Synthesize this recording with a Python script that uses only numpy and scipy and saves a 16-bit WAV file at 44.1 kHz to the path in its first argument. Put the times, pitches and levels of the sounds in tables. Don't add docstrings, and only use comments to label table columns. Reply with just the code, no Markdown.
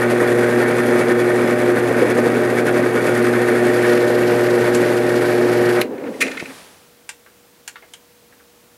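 import sys
import numpy as np
from scipy import signal
from scipy.fft import rfft, irfft
from scipy.io import wavfile

SR = 44100
rng = np.random.default_rng(int(sys.argv[2]) if len(sys.argv) > 2 else 0)


def master_out(mix):
    frames = np.transpose(np.atleast_2d(mix))
    ceiling = np.clip(frames, -1, 1)
    pcm = np.round(ceiling * 32767).astype(np.int16)
    wavfile.write(sys.argv[1], SR, pcm)


N = 386757

MAINS_HZ, SPINDLE_HZ, BELT_HZ = 60, 10.14, 12.1
OFF_S = 5.814
# frequency_hz, relative_density_db
RUMBLE = [(30, -47), (85, -21), (135, -11.5), (190, -8.5), (235, -3.5), (330, -1.5), (410, -0.5), (500, 0),
          (610, -6), (660, -7.5), (850, -12.5), (1150, -21), (1600, -48)]
# frequency_hz, relative_density_db
RATTLE = [(600, -23), (900, -4.5), (1180, -5), (1300, -3.5), (1600, 0.5), (1900, -2), (2080, -5.5),
          (2300, -6), (2600, -8.5), (3000, -15.5), (4000, -20.5), (6000, -42)]
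# frequency_hz, width_hz, relative_level_db
FRAME = [(224.4, 21, -3), (262.6, 21, 5), (311, 23, -0.5), (345, 21, -1), (403, 34, -0.5), (480.6, 31, 1.5),
         (531, 31, -1), (583, 32, -6.5), (930, 240, -18.5)]


def amp(db):
    return 10 ** (np.asarray(db) / 20)


def unit(x):
    return x / np.sqrt(np.mean(x ** 2) + 1e-20)


def clock():
    return np.arange(N) / SR


def in_time(rows):
    s, *columns = np.transpose(rows)
    return [np.interp(clock(), s, c) for c in columns]


def between(load, loaded, free):
    return load * loaded + (1 - load) * free


def drift(rate_hz):
    step = 40
    pole = np.exp(-80 * np.pi * rate_hz / SR)
    noise = rng.standard_normal(N // step + 2002)
    slow = signal.lfilter([1], [1, -2 * pole, pole * pole], noise)[2000:]
    return np.interp(np.arange(N) / step, np.arange(len(slow)), unit(slow))


def tone(hz):
    cycles = np.cumsum(hz * np.ones(N)) / SR + rng.random()
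    return np.sqrt(2) * np.sin(2 * np.pi * cycles)


def colour(x, spectrum, size=4096):
    hz, db = np.transpose(spectrum)
    level = np.interp(np.log(np.arange(size // 2 + 1) * SR / size + 1), np.log(hz), db)
    cepstrum = irfft(np.log(amp(level)))
    cepstrum[1:size // 2] *= 2
    cepstrum[size // 2 + 1:] = 0
    response = irfft(np.exp(rfft(cepstrum)))
    return signal.oaconvolve(x, response / np.linalg.norm(response))[:len(x)]


def resonate(x, modes, size=4096):
    response = np.zeros(size)
    for k, (hz, width, db) in enumerate(modes):
        r = np.exp(-np.pi * width / SR)
        poles = [1, -2 * r * np.cos(2 * np.pi * hz / SR), r * r]
        ring = signal.lfilter([1 - r * r, 0, r * r - 1], poles, signal.unit_impulse(size))
        response += (-1) ** k * amp(db) * ring
    return signal.oaconvolve(x, response / np.linalg.norm(response))[:len(x)]


def low_pass(x, hz, order=2):
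    sections = signal.butter(order, min(hz, SR / 2 - 1000), fs=SR, output="sos")
    return signal.sosfilt(sections, x + 1e-18)


def impulse(at):
    return signal.unit_impulse(N, int(np.clip(at * SR, 0, N - 1)))


def burst(at, t60):
    age = clock() - at
    return rng.standard_normal(N) * (age >= 0) * amp(-60 * np.clip(age / t60, 0, 4))


def hump(at, length):
    return np.cos(np.pi * np.clip((clock() - at) / length, -.5, .5))


def swells(rows):
    return sum(np.outer(dbs, hump(s, length)) for s, length, *dbs in rows)


def workshop(x, wet_db, t60):
    age = np.arange(SR // 2) / SR
    tail = low_pass(rng.standard_normal(len(age)) * amp(-60 * age / t60) * (age > .004), hz=9150)
    return x + amp(wet_db) * signal.oaconvolve(x, tail / np.linalg.norm(tail))[:N]


def running():
    # time_s, load (0-1)
    pressure_points = [(0, 0.99), (3.45, 1), (3.95, 0.05)]
    # time_s, bite (0-1)
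    bite_points = [(0, 0.1), (1.3, 0.22), (2.0, 0.77), (2.38, 0.93), (2.56, .55), (2.92, 0.73),
                   (3.12, 0.04), (4.2, 0)]
    # centre_s, length_s, frame_change_db, rattle_and_buzz_change_db
    surges = [(1.0, 0.077, 4, 0.5), (2.015, 0.065, 7, 3.5), (2.11, 0.041, 4, 5), (3.23, .26, -1, 1.5),
              (3.49, 0.061, 4, 4.5), (3.86, 0.31, -0.5, 3), (4.87, 0.21, 4, 2), (5.45, .08, 3.5, -0.5),
              (5.68, 0.12, 1, 2.5)]
    load, bite = np.clip(in_time(pressure_points)[0], 0, 1), in_time(bite_points)[0]
    frame_surge_db, surge_db = swells(surges)
    idle_db = 2.0 * (1 - load) * np.cos(2 * np.pi * 2.18 * (clock() - 4.11))

    strongest_db = between(load, loaded=-18.5, free=-17.5) - 5.5 * bite + 1.03 * drift(3.1)
    shake_db = between(load, loaded=-30.6, free=-29) + 6.5 * bite + frame_surge_db + idle_db
    rattle_db = between(load, loaded=-24.5, free=-26) - 1.54 * bite + surge_db
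    buzz_db = between(load, loaded=-37.6, free=-37.7) - 2 * bite + surge_db
    throb_db = throbbing(load)

    body = rumbling(shake_db, load, throb_db)
    body = body + rattling(rattle_db, load, throb_db)
    body = body + buzzing(buzz_db, load, throb_db)
    body = low_pass(body, hz=14000, order=4)
    power = amp(-420 * np.maximum(clock() - OFF_S, 0))
    return power * (motor(strongest_db, load, bite) + body)


def motor(strongest_db, load, bite, waver=0.12, beat=0.17):
    # multiple of twice the mains rate, loaded_relative_db, free_relative_db
    partials = [(1, -9.5, -11), (2, -5.5, -8.5), (3, 1.5, 0.5), (4, -6.5, -3), (5, -9, -6.5),
                (6, -18.5, -17.5), (7, -22.5, -23), (8, -25, -23.5), (10, -22, -37)]
    # free_speed_pitch_hz, level_db, wander_hz
    rotor_tones = [(162.9, -43.5, 0.44), (451.8, -30, 2.62), (774.4, -36, 0.31), (1142, -46.5, 0.82),
                   (616.3, -33.5, 3.59)]
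    hum = 0
    for k, loaded_db, free_db in partials:
        if k == 3:
            level = amp(strongest_db)
        else:
            level = amp(-19.5 - 2.5 * bite) * (1 + waver * min(k, 2) * drift(4.5))
        pitch_hz = 2 * MAINS_HZ * k
        side = beat * load * min(k - 1, 1) * tone(pitch_hz + SPINDLE_HZ * drift(2.014))
        hum = hum + level * amp(between(load, loaded_db, free_db)) * (tone(pitch_hz) + side)
    speed = 1 - .006 * load
    whine = sum(amp(db) * tone(hz * speed + wander * drift(9.1)) for hz, db, wander in rotor_tones)
    return amp(-.5) * hum + whine


def throbbing(load):
    t = clock()
    spindle = 2.0 * np.cos(2 * np.pi * SPINDLE_HZ * (t - .014))
    belt = 1.3 * np.cos(2 * np.pi * BELT_HZ * (t - .033))
    return (0.078 + 0.83 * load) * (spindle + belt) + 1.2 * drift(24)


def chatter(sharpness, uneven_db):
    pulls = 2 * MAINS_HZ * clock()
    strengths = amp(uneven_db * rng.standard_normal(int(pulls[-1]) + 1))
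    decay = np.exp(-sharpness * (pulls % 1))
    return unit(rng.standard_normal(N) * strengths[pulls.astype(int)] * decay)


def rumbling(shake_db, load, throb_db):
    belt_db = -22.5 + 0.36 * (shake_db + 29.5) + 0.77 * throb_db
    belt = amp(belt_db) * colour(chatter(sharpness=0.71, uneven_db=1.5), RUMBLE)
    slips = rng.standard_normal(N) * amp(2.04 * load * drift(30))
    return belt + amp(shake_db + 2.5 + 0.27 * throb_db) * resonate(slips, FRAME)


def rattling(rattle_db, load, throb_db):
    # frequency_hz, width_hz, relative_level_db
    housing = [(1079, 25, -5), (1251, 37, -2), (1340, 33, -4.5), (1439, 14.5, 3.5), (1521, 52, 0.5),
               (1656, 37, -1), (1810, 39, 3), (1917, 53, -1), (2063, 65, -5.5), (2263, 33, -1),
               (2443, 29, -10), (2640, 46, -20)]
    ripple_db = 1.0 * load * np.cos(2 * np.pi * 6 * SPINDLE_HZ * clock())
    drive = amp(rattle_db + 0.72 * throb_db + ripple_db)
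    dense = amp(-3.5) * colour(drive * chatter(sharpness=0.42, uneven_db=1.5), RATTLE)
    ringing = amp(-2.5) * resonate(drive * chatter(sharpness=1.43, uneven_db=2.0), housing)
    return dense + ringing


def buzzing(buzz_db, load, throb_db):
    # frequency_hz, relative_density_db
    fine_spectrum = [(2000, -11), (3400, 4), (4600, -0.5), (6000, 0.5), (7800, 1), (9300, 4), (10400, -6),
                     (11000, -9), (11500, -5), (12400, -8), (13300, -7), (14200, -17), (16000, -27)]
    # frequency_hz, width_hz, relative_level_db
    steel = [(3430, 81, 6), (4170, 45, 5), (4566, 67, 5.5), (5081, 58, 4), (5900, 120, -1), (6800, 140, -3),
             (7430, 100, -14), (8200, 150, -13), (9300, 260, -5.5), (9600, 220, -5.5), (10080, 370, 1),
             (10570, 180, 2), (11420, 220, 1), (12500, 130, -8), (12995, 250, -4)]
    # frequency_hz, relative_density_db
    bearings = [(2000, -13), (2800, 4), (3500, -4.5), (4300, 0.5), (5500, -4), (6500, -9.5), (7600, -8),
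                (9500, -17), (11000, -6.5), (12500, -10), (14500, -16), (16000, -30)]
    dense = amp(-3) * colour(chatter(sharpness=0.76, uneven_db=1.8), fine_spectrum)
    ringing = amp(-3.5) * resonate(chatter(sharpness=1.9, uneven_db=2.0), steel)
    buzz = amp(throb_db - 2.1 * (1 - load)) * (dense + ringing)
    whirr = (1 - load) * amp(-2.0 + 3.5 * drift(28)) * colour(rng.standard_normal(N), bearings)
    return amp(buzz_db) * (buzz + whirr)


def coasting():
    # centre_s, length_s, rumble_change_db, rattle_change_db
    shudders = [(5.935, .06, 3.5, 3), (6.075, .15, 6, 5), (6.255, .13, 10, -2), (6.33, .08, 1.5, 11),
                (6.5, 0.046, 3.5, 7)]
    # frequency_hz, relative_density_db
    thump_spectrum = [(20, -40), (45, -20), (80, -4), (130, -1), (350, 1), (900, -9), (2000, -37),
                      (6000, -60)]
    speed = np.clip(1 - (clock() - OFF_S) / 0.81, 0, 1)
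    turning = np.clip((clock() - OFF_S) / 0.032, 0, 1) * np.clip(speed / .12, 0, 1)
    shudder_db, clatter_db = swells(shudders)
    rumble = amp(-27 + shudder_db) * speed ** 0.87
    frame = rumble * amp(-3.5) * resonate(rng.standard_normal(N), FRAME)
    belt = rumble * amp(-5.5) * colour(rng.standard_normal(N), RUMBLE)
    rattle = amp(-48 + clatter_db + 2.8 * drift(25)) * colour(rng.standard_normal(N), RATTLE)

    groan_s = 6.083
    groan_hz = 246 * 2 ** np.clip(8.5 * (groan_s - clock()), -1, 1)
    groan = amp(-28) * hump(groan_s, length=.1) * tone(groan_hz)
    thump = amp(-2) * colour(impulse(6.426), thump_spectrum)
    return turning * (frame + belt + rattle + groan) + workshop(thump, wet_db=-13, t60=0.085)


def switches():
    # frequency_hz, relative_density_db
    snap_spectrum = [(400, -8), (800, -10), (1250, -17), (1700, 1), (2600, 7.5), (3300, -10), (4000, -1),
                     (5500, -11), (8000, -16), (11600, -10), (15800, -28)]
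    # start_s, level_db (before the plate), length_s, cutoff_hz
    scrapes = [(5.978, -33, 0.0065, 5000), (6.035, -34, .01, 3000), (6.135, -35, .014, 2500),
               (6.203, -10, 0.03, 15000), (6.264, -21, .01, 4000), (6.276, -21, 0.01, 6000),
               (6.313, -21, 0.0089, 6000), (6.324, -28, 0.01, 3000), (6.369, -21, 0.011, 4000),
               (6.393, -22, .018, 6000), (6.4555, -22.5, 0.0035, 4200), (6.49, -39, .015, 2200)]
    # frequency_hz, width_hz, relative_level_db
    plate = [(1525, 72, -1), (1760, 40, 0.5), (1900, 50, -6), (2060, 35.4, 8), (2290, 88, -6),
             (2450, 100, 5), (2680, 73, -18), (4200, 100, -9), (4540, 81, -25), (7150, 60, -17),
             (10000, 44, -10)]
    # frequency_hz, relative_density_db
    rub_spectrum = [(500, -47), (1000, -24), (1500, -0.5), (2100, -2), (2600, -2.5), (3200, -10.5),
                    (4200, -11.5), (5300, -16), (7000, -13.5), (10000, -18), (13000, -24), (15800, -33)]
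    snap = amp(-10.5) * colour(burst(OFF_S, t60=0.03), snap_spectrum)
    friction, grain = np.zeros(N), rng.standard_normal(N)
    for start, db, length, cutoff_hz in scrapes:
        pressure = np.sin(np.pi * np.clip((clock() - start) / length, 0, 1))
        friction += amp(db) * low_pass(pressure * grain, cutoff_hz)
    rub = amp(-3.5) * resonate(friction, plate) + amp(-3) * colour(friction, rub_spectrum)
    return workshop(snap, wet_db=-17.5, t60=0.14) + workshop(rub, wet_db=-11.5, t60=0.27)


def clamp(ring_width_hz=280):
    # start_s, level_db (before dulling), brightness_hz, t60_s, ring_pitch_hz, relative_ring_db
    clicks = [(4.748, -21, 10000, .05, 7660, -5), (7.091, -26, 10100, 0.053, 2860, -10),
              (7.262, -44.5, 1900, 0.12, 1590, -9), (7.677, -26, 13000, 0.058, 1650, -20),
              (7.757, -37.5, 3200, 0.1, 1450, -6), (7.824, -41, 2000, .15, 620, -6),
              (7.936, -35, 11000, 0.056, 3100, -3), (8.324, -46, 1700, .08, 1590, -9),
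              (8.395, -47.5, 1700, .1, 1590, -9)]
    # frequency_hz, relative_density_db
    knock_spectrum = [(300, -28), (600, -16), (850, -6), (1200, -6), (1600, -1.5), (2200, -2), (3000, -3),
                      (3900, -8), (5000, -6), (6400, -5), (7300, -2.5), (7900, -3), (10500, -6.5),
                      (13000, -11), (16000, -21)]
    # frequency_hz, width_hz, relative_level_db
    holder = [(850, 22, -1), (1137, 31, -3), (1596, 39, 5), (1920, 50, -4), (2144, 42, 3), (2890, 83, -3),
              (7300, 91, 4)]
    blows, contacts, rings = np.zeros((3, N))
    for s, db, bright_hz, t60, ring_hz, ring_db in clicks:
        blow = amp(db) * dulled(burst(s, t60), bright_hz)
        blows += blow
        contacts += amp(db) * dulled(impulse(s), bright_hz)
        rings += amp(ring_db) * resonate(blow, [(ring_hz, ring_width_hz, 0)])
    knocks = amp(0.5) * colour(blows, knock_spectrum) + amp(16.5) * resonate(contacts, holder) + rings
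    return workshop(knocks, wet_db=-10.5, t60=0.15)


def dulled(x, bright_hz):
    cutoff_hz = 1.2 * bright_hz
    return low_pass(low_pass(x, cutoff_hz), cutoff_hz) * (bright_hz / 12000) ** -.3


def background():
    # frequency_hz, relative_density_db
    air_spectrum = [(15, -45), (25, -31), (76, -13.5), (152, -13), (222, -9.5), (371, -12.5), (474, -13),
                    (513, -14), (791, -17), (8970, -25), (15800, -25)]
    # frequency_hz, relative_density_db
    hiss_spectrum = [(40, -17.5), (130, -3), (280, 0), (700, -0.5), (2200, -5), (4500, -8), (7000, -12),
                     (10500, -10.5), (13000, -20), (16000, -36)]
    attack_s, hold_s, release_db_per_s = .44, .33, 54
    age = clock() - 5.82
    release_db = -release_db_per_s * np.maximum(age - attack_s - hold_s, 0)
    swell = np.clip(age / attack_s, 0, 1) ** 2 * amp(release_db)
    air = amp(-51 - 0.8) * colour(rng.standard_normal(N), air_spectrum)
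    hiss = amp(-41.5) * swell * colour(rng.standard_normal(N), hiss_spectrum)
    return air + hiss + amp(-60) * tone(480 + 1.13 * drift(5.3))


def scene():
    return (running() + coasting() + switches() + clamp() + background())[None]


def record(dry):
    return signal.sosfilt(signal.ellip(10, .1, 80, 15750, fs=SR, output="sos"), dry)


dry = scene()
out = record(dry)
master_out(out)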